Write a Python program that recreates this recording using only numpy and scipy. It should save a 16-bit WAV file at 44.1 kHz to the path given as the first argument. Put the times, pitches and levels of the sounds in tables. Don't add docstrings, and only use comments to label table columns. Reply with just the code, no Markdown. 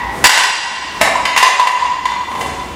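import sys
import numpy as np
from scipy import signal
from scipy.fft import rfft, irfft
from scipy.io import wavfile

SR = 44100
rng = np.random.default_rng(int(sys.argv[2]) if len(sys.argv) > 2 else 0)


def dump_mix(stems):
    frames = np.atleast_2d(stems).T
    limited = np.clip(frames, -1, 1)
    pcm = np.round(limited * 32767).astype(np.int16)
    wavfile.write(sys.argv[1], SR, pcm)


def invert_db(level):
    return 10 ** (np.asarray(level, dtype=float) / 20)


N = 121275
LEAD = SR // 2

# freq_hz, density_db_per_hz
AIR_SPECTRUM = [(25, -60), (55, 18.5), (130, 1.5), (300, 8.5), (800, -3.5), (2000, -1), (4000, -11),
                (15600, -28.5)]
# freq_hz, width_hz, level_db
MACHINE_HUMS = [
    (52.8, 48, -47.5),
    (187.6, 15, -49),
]
# freq_hz, t60_s
HALL_DECAY = [(125, 1.76), (500, 1.35), (1000, 1.42), (2000, 1.225), (4000, 1.277), (8000, 1.03),
              (15000, 0.16)]
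# start_s, level_db, pitch_hz
SOLE_THUMPS = [
    (0.244, -26, 265),
    (0.274, -13.5, 306),
    (1.011, -12, 264),
    (1.031, -21, 297),
    (2.658, -44, 125),
]
# start_s, length_s, level_db
SHOE_SCUFFS = [
    (0.09, 0.18, -33.5),
    (0.875, 0.13, -39),
    (2.247, 0.25, -33.5),
    (2.383, 0.05, -29),
    (2.5, 0.24, -43),
]
# start_s, level_db
GRIT_TICKS = [(2.284, -47), (2.299, -42), (2.310, -41), (2.349, -43), (2.525, -43), (2.535, -46)]
# freq_hz, density_db_per_hz
SCUFF_SPECTRUM = [(800, 15), (3500, -9), (9000, -3), (15000, -14)]
# start_s, level_db, lowest_mode_db, crack_db, brightness_db
WEDGED_KNOCKS = [
    (-.3, -13, 1, 8.5, -12),
    (.2409, 0, -4.5, 4, 0.5),
    (.255, -2, -3.5, 9, 1.5),
    (.268, -1, 2.5, 9.5, 5),
    (.293, 1.5, -3, 10.5, 0.5),
    (.375, -3, 1, 6.5, 1.5),
    (.435, -3.5, 1.5, 8.5, -2),
    (.7627, -28, -6, 12, -9),
]
# start_s, level_db, lowest_mode_db, crack_db, brightness_db
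LANDING_KNOCKS = [
    (1.008, -25, -2, 14, 1),
    (1.0126, -9, 10, 10, 7),
    (1.037, -25, 2, 9, 10.5),
    (1.056, -18.5, 3, 7.5, -1.5),
    (1.075, -16, -17, 7, -7.5),
]
# start_s, level_db, lowest_mode_db, crack_db, brightness_db
LOOSE_KNOCKS = [(1.1548, -17.5, 9.5, 3, -4.5), (1.17, -19, 4, -11, -2), (1.2531, -5.5, -3.5, 1.5, -3.5),
                (1.3628, -5.5, 1.5, 4, -1.5), (1.3753, -3, -0.5, 6.5, 2), (1.4272, 1, 3, 0.5, 1.5),
                (1.466, -7.5, 4.5, 0, -1.5), (1.505, -13.5, -9, -5, -5.5), (1.5963, -5.5, 6, 3.5, -2.5),
                (1.6716, -5.5, 5, 2, 0), (2.0547, -9.5, 0, -0.5, -4.5), (2.118, -22, 2, 6, -16),
                (2.315, -20, 4.5, -3, -9), (2.352, -25.5, 8, 3, -3), (2.4104, -19, 3, -2, 3.5),
                (2.46, -28.5, 5, 3, 2.5)]
# freq_hz, width_hz, level_db
MODES_WEDGED = [(992, 80, 0), (1520, 60, -8), (1945, 60, -1), (2755, 40, -7), (3035, 36, -12),
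                (3532, 36, -10), (4010, 34, -14), (4720, 30, -12), (5045, 55, -14), (5800, 150, -14),
                (6800, 90, -15), (7293, 44, -17), (7915, 30, -16), (9235, 36, -20)]
# freq_hz, width_hz, level_db
MODES_LANDING = [(655, 60, -8), (762, 60, -6), (900, 70, -6), (1020, 70, -4), (1127, 50, -5),
                 (1237, 50, -6), (1803, 80, -6), (2061, 60, -4), (2150, 60, -6), (2760, 50, -10),
                 (3900, 140, -17), (5400, 150, -18), (7280, 80, -23)]
# freq_hz, width_hz, level_db
MODES_LOOSE = [(1008, 46, 0), (2025, 32, -7), (2765, 36, -9), (3045, 44, -13), (3480, 36, -15),
               (3700, 50, -20), (4150, 70, -19), (4715, 30, -21), (5015, 40, -21), (5700, 90, -21),
               (6200, 50, -21), (6720, 70, -21), (7275, 36, -22), (9225, 30, -26)]
# freq_hz, density_db_per_hz
FLOOR_CRACK = [(200, -57), (450, -10), (650, -38), (900, -5), (1350, -19), (1750, -3.5), (4000, -24.5),
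               (9000, -30), (15600, -45)]
# freq_hz, density_db_per_hz
STAMP_CRACK = [(200, -62), (560, -70), (800, -12.5), (1000, -4), (1350, -15), (1800, -3), (4000, -14),
               (9000, -22.5), (15600, -36)]
# time_s, gain_db
INPUT_GAIN = [(0, 3.5), (0.248, 4.5), (0.273, -9.5), (0.292, -13.5), (.4, -9), (.52, -11), (.64, -9.5),
              (.8, -5.5), (1.019, 2.5), (1.1, -1), (1.36, -3), (1.42, -5.5), (1.6, -7.5), (1.752, -9.5),
              (1.842, -4), (2.75, 3)]


def unit(x):
    return x / np.sqrt(np.mean(x ** 2))


def log_hz(n):
    return np.log2(np.maximum(np.fft.rfftfreq(n, 1 / SR), 10))


def colour(x, points, tilt_db=0.):
    octave = log_hz(len(x))
    p = np.array(points)
    gain_db = np.interp(octave, np.log2(p[:, 0]), p[:, 1]) + tilt_db * (octave - 11) / 2
    return irfft(rfft(x) * invert_db(gain_db), len(x))


def ring(x, freq_hz, width_hz):
    radius = np.exp(-np.pi * width_hz / SR)
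    w = 2 * np.pi * freq_hz / SR
    return signal.lfilter([0, np.sin(w)], [1, -2 * radius * np.cos(w), radius * radius], x)


def add(out, start_s, x):
    i = int(start_s * SR) + LEAD
    out[i:i + len(x)] += x[:len(out) - i]


def background():
    air_db = -32.5
    out = invert_db(air_db) * unit(colour(rng.standard_normal(N), AIR_SPECTRUM))
    for freq_hz, width_hz, db in MACHINE_HUMS:
        out += invert_db(db) * unit(ring(rng.standard_normal(N), freq_hz, width_hz))
    return out


def hall(x):
    level_db, build_s = 1, 0.0056
    t = np.arange(2 * SR) / SR
    p = np.array(HALL_DECAY)
    noise = rfft(rng.standard_normal(len(t)))
    octave = log_hz(len(t))
    tail = np.zeros(len(t))
    for centre in np.arange(6, 14.6, .5):
        band = irfft(noise * np.clip(1 - 2 * abs(octave - centre), 0, 1), len(t))
        t60_s = np.interp(centre, np.log2(p[:, 0]), p[:, 1])
        tail += band * invert_db(-60 * t / t60_s)
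    tail = tail * (1 - np.exp(-t / build_s)) / np.sqrt(SR / 20)
    return invert_db(level_db) * signal.fftconvolve(x, tail)[:len(x)]


def shoes():
    out = np.zeros(N + LEAD)
    t = np.arange(SR // 8) / SR
    for start_s, db, pitch_hz in SOLE_THUMPS:
        add(out, start_s, invert_db(db) * np.sin(2 * np.pi * pitch_hz * t) * np.exp(-t / 0.004))
    hiss = unit(colour(rng.standard_normal(N), SCUFF_SPECTRUM))
    for start_s, length_s, db in SHOE_SCUFFS:
        n = int(length_s * SR)
        piece = hiss[int(start_s * SR):][:n]
        swell = np.sin(np.pi * np.arange(n) / n / 1.2)[:len(piece)]
        add(out, start_s, invert_db(db) * piece * swell)
    for start_s, db in GRIT_TICKS:
        add(out, start_s, invert_db(db) * hiss[int(start_s * SR):][:400] * np.exp(-t[:400] / 0.0013))
    return out


def crack(t, fade, spectrum, bright_db):
    burst = rng.standard_normal(len(t)) * (np.exp(-t / .004) + .6 * fade) * (1 - np.exp(-t / .0012))
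    pad = SR // 100
    return 8 * colour(np.roll(burst, pad), spectrum, bright_db)[pad:-SR // 10]


def mode_pairs(taps, modes, low_db, bright_db):
    detune, split_widths, scatter_db, top_hz = .003, .7, 2.5, 10500
    scatter = rng.standard_normal((len(modes), 3))
    tone = np.zeros(len(taps))
    for k, (freq_hz, width_hz, mode_db) in enumerate(modes):
        base_db = mode_db + bright_db * np.log2(freq_hz / 2000) / 2 + low_db * (k == 0)
        for j in range(2):
            level = invert_db(base_db + scatter_db * scatter[k, 1 + j]) * np.sqrt(width_hz / 60)
            pitch_hz = freq_hz * (1 + detune * scatter[k, 0]) + (j - .5) * split_widths * width_hz
            tone += level * ring(taps, pitch_hz, width_hz / 2)
    return signal.sosfilt(signal.butter(4, top_hz, fs=SR, output="sos"), tone)


def frame(knocks, modes, crack_spectrum):
    crack_level_db, ring_level_db, chatter_s, low_cut_hz = -7, -3, 0.016, 516
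    out = np.zeros(N + LEAD)
    t = np.arange(SR // 2) / SR
    fade = np.exp(-t / chatter_s)
    for start_s, db, low_db, crack_db, bright_db in knocks:
        taps = rng.standard_normal(len(t)) * (rng.random(len(t)) < .02) * fade * 0.2
        taps[0] = 1
        noise = crack(t, fade, crack_spectrum, bright_db)
        tone = mode_pairs(taps, modes, low_db, bright_db)
        add(out, start_s, invert_db(db + crack_level_db + crack_db) * noise)
        add(out, start_s, invert_db(db + ring_level_db) * tone)
    return signal.sosfilt(signal.butter(4, low_cut_hz, "high", fs=SR, output="sos"), out)


def scene():
    near = shoes()
    near += frame(WEDGED_KNOCKS, MODES_WEDGED, STAMP_CRACK)
    near += frame(LANDING_KNOCKS, MODES_LANDING, FLOOR_CRACK)
    near += frame(LOOSE_KNOCKS, MODES_LOOSE, STAMP_CRACK)
    return ((near + hall(near))[LEAD:] + background())[None]


def roll_off(x):
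    return signal.sosfilt(signal.butter(12, 15750, fs=SR, output="sos"), x)


def record(dry):
    ceiling, bass_hz, bass_duck, top_hz, bottom_hz = .99, 112, 0.55, 15750, 40
    g = np.array(INPUT_GAIN)
    gain_db = np.interp(np.arange(N) / SR, g[:, 0], g[:, 1])
    x = np.clip(dry * invert_db(gain_db), -ceiling, ceiling)
    bass = signal.sosfiltfilt(signal.butter(2, bass_hz, fs=SR, output="sos"), x)
    bass_gain = invert_db(bass_duck * (gain_db - gain_db.max()))
    x = x + (bass_gain - 1) * bass
    x = signal.sosfilt(signal.ellip(10, .2, 65, top_hz, fs=SR, output="sos"), x)
    x = signal.sosfilt(signal.butter(2, bottom_hz, "high", fs=SR, output="sos"), x)
    return roll_off(x)


dry = scene()
out = record(dry)
dump_mix(out)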